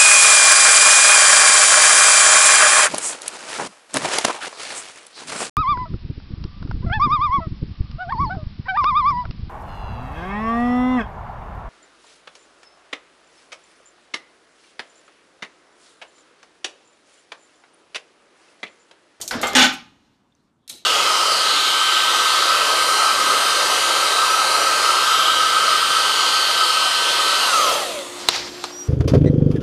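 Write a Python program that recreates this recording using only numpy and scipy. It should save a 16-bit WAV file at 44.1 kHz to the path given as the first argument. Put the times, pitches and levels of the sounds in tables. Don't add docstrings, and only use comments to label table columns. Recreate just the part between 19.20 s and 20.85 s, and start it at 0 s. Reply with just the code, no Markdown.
import sys
import numpy as np
from scipy import signal
from scipy.fft import rfft, irfft
from scipy.io import wavfile
from scipy.ndimage import uniform_filter1d

SR = 44100
rng = np.random.default_rng(int(sys.argv[2]) if len(sys.argv) > 2 else 0)


def magnitude_from_level(level_db):
    exponent = np.asarray(level_db, float) / 20
    return 10 ** exponent


def wav_out(sig):
    wavfile.write(sys.argv[1], SR, np.round(np.clip(np.atleast_2d(sig).T, -1, 1) * 32767).astype(np.int16))


N = 72765
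TIME_S = np.arange(N) / SR
BAND_EDGES_HZ = 22 * 2 ** np.arange(0, 9.6, 1 / 3)


def rms_one(x):
    return x / np.sqrt(np.mean(x ** 2) + 1e-20)


def in_time(rows):
    return np.interp(TIME_S, *np.transpose(rows))


def at_hz(rows, hz, column=1):
    rows = np.array(rows)
    return np.interp(np.log(hz), np.log(rows[:, 0]), rows[:, column])


def bands(lump_db=0):
    lump_hz, warm_up = 45, 4000
    white = rng.standard_normal((2, N + warm_up))
    hz = np.fft.rfftfreq(N + warm_up, 1 / SR)
    lumps = magnitude_from_level(lump_db * np.interp(hz / lump_hz, np.arange(2000), rng.standard_normal(2000)))
    white = irfft(rfft(white) * rms_one(lumps), N + warm_up)
    for k, (low, high) in enumerate(zip(BAND_EDGES_HZ, BAND_EDGES_HZ[1:])):
        sos = signal.butter(2, [low, high], "band", fs=SR, output="sos")
        yield np.sqrt(low * high), signal.sosfilt(sos, white[k % 2])[warm_up:]


def wobble(rate_per_s, spread_db):
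    knots = rng.standard_normal(200)
    return magnitude_from_level(spread_db * np.interp(TIME_S * rate_per_s, np.arange(200), knots))


def coloured(spectrum, patchy_db):
    total = np.zeros(N)
    for hz, noise in bands():
        total += magnitude_from_level(at_hz(spectrum, hz)) * wobble(30, patchy_db) * noise
    return rms_one(total)


def swell(start_s, hz, t60_s):
    rise_cycles = 0.86
    age_s = np.maximum(TIME_S - start_s, 0)
    return (1 - np.exp(-age_s * hz / rise_cycles)) * magnitude_from_level(-60 * age_s / t60_s)


def dense_ring(blows, dense):
    crack_db, crack_t60_s = 2.5, 0.0089
    out = np.zeros(N)
    density = magnitude_from_level(at_hz(dense, BAND_EDGES_HZ[1:])) ** 2
    size = np.sqrt(np.sum(np.diff(BAND_EDGES_HZ) * density) / (SR / 2))
    for hz, noise in bands(lump_db=2.5):
        t60_s = at_hz(dense, hz, column=2)
        crack = magnitude_from_level(crack_db)
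        power = np.zeros(N)
        for start_s, db, length in blows:
            ring_power = swell(start_s, hz, length * t60_s) ** 2
            crack_power = (crack * swell(start_s, hz, crack_t60_s)) ** 2
            power += magnitude_from_level(db) ** 2 * (ring_power + crack_power)
        rattle = wobble(110, 1.5)
        out += magnitude_from_level(at_hz(dense, hz)) / size * np.sqrt(power) * rattle * noise
    return out


def clear_modes(blows, modes, modes_db):
    strength_spread_db = 1.5
    split_hz = 1.2
    partner = 0.4
    out = np.zeros(N)
    for hz, level_db, t60_s in modes:
        split, phase_one, phase_two = rng.uniform(-1, 1, 3)
        strengths = rng.standard_normal(len(blows))
        power = np.zeros(N)
        for (start_s, db, length), luck in zip(blows, strengths):
            power += (magnitude_from_level(db + strength_spread_db * luck) * swell(start_s, hz, length * t60_s)) ** 2
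        gap_hz = np.sign(split) * (1 + abs(split)) / 2 * split_hz * np.sqrt(hz)
        pair = np.sin(2 * np.pi * hz * TIME_S + np.pi * phase_one)
        pair += partner * np.sin(2 * np.pi * (hz + gap_hz) * TIME_S + np.pi * phase_two)
        waver = wobble(35, 2.5)
        out += magnitude_from_level(modes_db + level_db) * np.sqrt(power) * waver * pair
    return out


def struck(blows, modes, dense, modes_db):
    return dense_ring(blows, dense) + clear_modes(blows, modes, modes_db)



# (time [s], level [dB])
SCRUB_LEVEL = [(0.0, -41.5), (0.106, -49.5), (0.136, -25), (0.156, -28.5), (0.198, -29.5), (0.244, -34),
               (0.302, -38), (0.34, -29), (0.376, -12.5), (0.426, -20.5), (0.572, -51.5), (0.6, -53.5)]
# (frequency [Hz], relative level per Hz [dB])
TYRE_SPECTRUM = [(18, -44), (30, -13), (393, -1.5), (524, -1), (853, -7), (1110, -8.5), (1700, -7.5),
                 (2210, -15), (3370, -12.5), (6000, -23.5), (7800, -50.5), (13200, -120)]


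def tyre_scrub():
    stop_s, fade_db_per_s = 0.38, 200.5
    fade_db = fade_db_per_s * np.maximum(TIME_S - stop_s, 0)
    return magnitude_from_level(in_time(SCRUB_LEVEL) - fade_db) * coloured(TYRE_SPECTRUM, patchy_db=3.5)


# (time [s], level [dB])
HUM_LEVEL = [(0.75, -59), (0.898, -62.5), (1.46, -66)]
# (frequency [Hz], relative level per Hz [dB])
HUM_SPECTRUM = [(15, -44.5), (30, -12), (120, -3.5), (270, 0), (400, -11), (620, -14.5), (1100, -12.5),
                (2100, -27), (5000, -32.5), (9500, -35.5), (11000, -45.5), (15500, -52)]


def yard_hum():
    return magnitude_from_level(in_time(HUM_LEVEL)) * coloured(HUM_SPECTRUM, patchy_db=1.5)


# (time [s], level [dB])
HISS_LEVEL = [(.7, -76.5), (.95, -72), (1.03, -86), (1.14, -83), (1.16, -74.5), (1.3, -79), (1.35, -96),
              (1.65, -95.5)]
# (frequency [Hz], relative level per Hz [dB])
HISS_SPECTRUM = [(1180, -35), (2000, -6.5), (2200, -18), (2540, -2), (3330, -10), (4360, 1.5), (4950, -6),
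                 (12000, -24), (15600, -51.5), (22000, -120)]


def treble_hiss():
    return magnitude_from_level(in_time(HISS_LEVEL)) * coloured(HISS_SPECTRUM, patchy_db=2.5)


def yard_echo(near):
    level_db, t60_s, low_hz, high_hz = -50.5, 1.4, 500, 7000
    tail = rng.standard_normal(N) * magnitude_from_level(-60 * TIME_S / t60_s)
    tail = signal.sosfilt(signal.butter(1, [low_hz, high_hz], "band", fs=SR, output="sos"), tail)
    tail = tail / np.sqrt(np.sum(tail ** 2))
    return magnitude_from_level(level_db) * signal.fftconvolve(near, tail)[:N]


# (time [s], level [dB], ring length [factor])
LINKAGE_BLOWS = [(.004, -45.5, 1), (.013, -25.5, 0.74), (.0175, -29.5, .6), (.023, -32.5, 2.7),
                 (.0777, -25, 1.2), (.215, -26.5, 1.5), (.27, -29.5, 1.9), (.333, -31, 0.24),
                 (.527, -37, 0.41), (.536, -40, 1.5)]
# (frequency [Hz], relative level [dB], t60 [s])
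LINKAGE_TONES = [(4500, 4, 0.02), (5460, -12, 0.24), (6740, 1.5, 0.049), (7640, -6.5, 0.046),
                 (10100, -17.5, 0.17), (11030, -26, 0.25), (11510, -15.5, 0.17), (13800, -21.5, 0.082)]
# (frequency [Hz], relative level [dB], t60 [s])
LINKAGE_RING = [(1477, -35, .12), (3300, -10.5, .15), (4300, -1.5, 0.059), (7000, -0.5, .11),
                (10000, -5.5, 0.063), (12120, -7.5, 0.06), (15500, -9.5, .09)]


def linkage_clicks():
    return struck(LINKAGE_BLOWS, LINKAGE_TONES, LINKAGE_RING, modes_db=-5.5)


# (time [s], frequency [Hz], level [dB], t60 [s])
SMALL_RINGS = [(.008, 1935, -43, 0.056), (.13, 230, -24.5, 0.082), (.152, 251, -13.5, 0.056),
               (.259, 7660, -34, 0.12), (.271, 7550, -27.5, .1), (.332, 3200, -28, .012),
               (.3345, 4800, -30, .012), (.337, 2400, -30, .012), (.325, 408, -23.5, .1),
               (.336, 433, -34, .05), (1.119, 3300, -62, 0.01), (1.123, 3600, -55.5, 0.022),
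               (1.151, 6100, -50.5, 0.0085), (1.1505, 7600, -63, .003), (1.1505, 9300, -60, .003)]


def small_ticks():
    out = np.zeros(N)
    for start_s, hz, db, t60_s in SMALL_RINGS:
        out += magnitude_from_level(db) * swell(start_s, hz, t60_s) * np.sin(2 * np.pi * hz * (TIME_S - start_s))
    return out


# (time [s], level [dB], ring length [factor])
WHEEL_BLOWS = [(.1095, -22, 0.62), (.1235, -40, 0.66), (.137, -34, 1)]
# (frequency [Hz], relative level [dB], t60 [s])
WHEEL_TONES = [(249, -11, 0.28), (560, -9, 0.22), (758, -6, 0.41), (1510.3, 1.5, .22), (1980, -2, .15),
               (3250, -2, .16), (4330, -7, .12), (4700, -4, .12), (5200, -2, 0.13), (6788, -13, 0.14),
               (9140, -18, .17)]
# (frequency [Hz], relative level [dB], t60 [s])
WHEEL_RING = [(150, -23, .4), (300, -6, 0.32), (905, -4, 0.21), (1740, -0.5, 0.21), (3200, -6.5, 0.19),
              (4714, -10, .3), (7000, -17.5, 0.41), (11000, -21, 0.22), (15630, -28, .3)]


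def wheel_knocks():
    return struck(WHEEL_BLOWS, WHEEL_TONES, WHEEL_RING, modes_db=-6)


# (time [s], level [dB], ring length [factor])
BASE_BLOWS = [(.23, -21.5, 0.48), (.234, -20, 0.96), (.258, -30.5, 0.58)]
# (frequency [Hz], relative level [dB], t60 [s])
BASE_TONES = [(238, -4.5, .2), (524.2, -11.5, .2), (654, -15.5, .35), (797, -6.5, 0.49), (1219, -5.5, 0.67),
              (1295, -6, .35), (1810, -14, .15), (2100, -1, 0.42), (2760, -16, 0.18), (3160, -11.5, 0.31),
              (3740, -12.5, .24), (4760, -19.5, .14), (8899, -30.5, .3), (13300, -32, .3)]
# (frequency [Hz], relative level [dB], t60 [s])
BASE_RING = [(306, -1, 0.13), (714, -2.5, 0.57), (1300, 1, 0.36), (2100, -3.5, 0.32), (3600, -10, 0.83),
             (5600, -21, .3), (10000, -22, 0.1), (15500, -34.5, .3)]


def handle_base_knocks():
    return struck(BASE_BLOWS, BASE_TONES, BASE_RING, modes_db=-0.5)


# (time [s], level [dB], ring length [factor])
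STOP_BLOWS = [(.3512, -2, 0.7), (.357, -2.5, 0.61), (.364, -2, 0.83), (.382, -9, 1), (.412, -13, 1),
              (.443, -16.5, 0.58)]
# (frequency [Hz], relative level [dB], t60 [s])
FRAME_TONES = [(254, 5, .22), (786, -8, .38), (851, -5, .39), (1217, -8, .33), (1357, -9, .4),
               (1504, -2, .35), (1522, -1, .26), (1724, -2, .26), (1878, -4, .26), (2019, -6, .26),
               (2304, -10, .38), (2519, -11, .4), (2697, -9, .33), (2839, 3, .22), (3079, -6, .32),
               (3311, -3, .24), (3450, 0, .28), (3601, -5, .26), (3795, -5, .24), (4066, -7, .3),
               (4585, -8, .25), (5076, -11, .25), (6387, -22, .48), (6850, -12, .2), (9722, -29, .45),
               (13300, -37, .4)]
# (frequency [Hz], relative level [dB], t60 [s])
FRAME_RING = [(100, -25, 0.67), (250, -8, 0.58), (450, -9, 0.24), (740, -2, .38), (1400, -3, .35),
              (3200, 2, 0.34), (5070, -6, .33), (6870, -4.5, 0.24), (8800, -15, 0.19), (11900, -20, 0.23),
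              (15500, -32.5, .25)]


def steering_stop_clunk():
    return struck(STOP_BLOWS, FRAME_TONES, FRAME_RING, modes_db=-7.5)


def strap_rub():
    start_s, length_s = 1.375, 0.18
    centre_hz, width_hz, level_db = 3480, 520, -76.5
    shape = np.sin(np.pi * np.clip((TIME_S - start_s) / length_s, 0, 1))
    edges_hz = [centre_hz - width_hz / 2, centre_hz + width_hz / 2]
    sos = signal.butter(2, edges_hz, "band", fs=SR, output="sos")
    return magnitude_from_level(level_db) * shape * rms_one(signal.sosfilt(sos, rng.standard_normal(N)))


# (time [s], level [dB], ring length [factor])
RATCHET_BLOWS = [(1.478, -40, .2), (1.491, -41, 0.33), (1.496, -29.5, 0.19), (1.499, -29, 0.096),
                 (1.504, -38.5, 1), (1.512, -44.5, .5), (1.526, -44.5, 0.87), (1.539, -49, 0.56),
                 (1.552, -52.5, 1), (1.576, -53.5, 1)]
# (frequency [Hz], relative level [dB], t60 [s])
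RATCHET_TONES = [(1395, -17, 0.19), (2280, -20, 0.46), (3300, -14, .35), (3600, -11.5, 0.22),
                 (3850, -5, 0.413), (3941, -4.5, .45), (4100, -4, 0.23), (5330, -4.5, .2), (6300, -10, .3),
                 (9100, 2, 0.069)]
# (frequency [Hz], relative level [dB], t60 [s])
RATCHET_RING = [(119, -22, 0.48), (298, -16, 0.9), (616, -16, .35), (1011, -22.5, 0.38),
                (2116, -15.5, 0.63), (3996, 1.5, 0.35), (5340, -8, 0.386), (7000, -2, 0.28),
                (9250, -3.5, 0.221), (11000, -5.5, 0.198), (15500, -16, 0.16)]


def ratchet_clanks():
    return struck(RATCHET_BLOWS, RATCHET_TONES, RATCHET_RING, modes_db=-3.5)


# (time [s], level [dB], ring length [factor])
DECK_BLOWS = [(1.503, -50, 1), (1.525, -51.5, 1), (1.62, -60.5, 1)]
# (frequency [Hz], relative level [dB], t60 [s])
DECK_RING = [(30, -20, .4), (120, -10, 0.89), (295, 1, 0.29), (600, -5, 0.24), (900, -10, 0.24),
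             (2000, -38, .2)]


def deck_thuds():
    return struck(DECK_BLOWS, [], DECK_RING, modes_db=0)


def scene():
    near = tyre_scrub() + linkage_clicks() + small_ticks() + wheel_knocks() + handle_base_knocks()
    near += steering_stop_clunk() + ratchet_clanks() + deck_thuds()
    mix = near + yard_echo(near) + strap_rub() + yard_hum() + treble_hiss()
    return mix[None]


def top_cut(x):
    return signal.sosfilt(signal.butter(12, 16330, fs=SR, output="sos"), x)


def record(dry):
    limit_db, release_db_per_s, look_ahead_s = -9, 398, 0.0034
    cutoff_hz = 16100
    ahead = int(look_ahead_s * SR)
    level_db = 10 * np.log10(uniform_filter1d(dry[0] ** 2, size=300) + 1e-12)
    ramp_db = release_db_per_s * TIME_S
    followed_db = np.maximum.accumulate(level_db + ramp_db) - ramp_db
    over_db = np.maximum(followed_db - limit_db, 0)
    over_db = uniform_filter1d(np.append(over_db[ahead:], np.zeros(ahead)), size=100)
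    low_pass = signal.cheby2(10, 60, cutoff_hz, fs=SR, output="sos")
    held = signal.sosfilt(low_pass, dry * magnitude_from_level(-over_db))
    finished = 1.218 * np.tanh(held / 1.338)
    return top_cut(finished)


dry = scene()
out = record(dry)
wav_out(out)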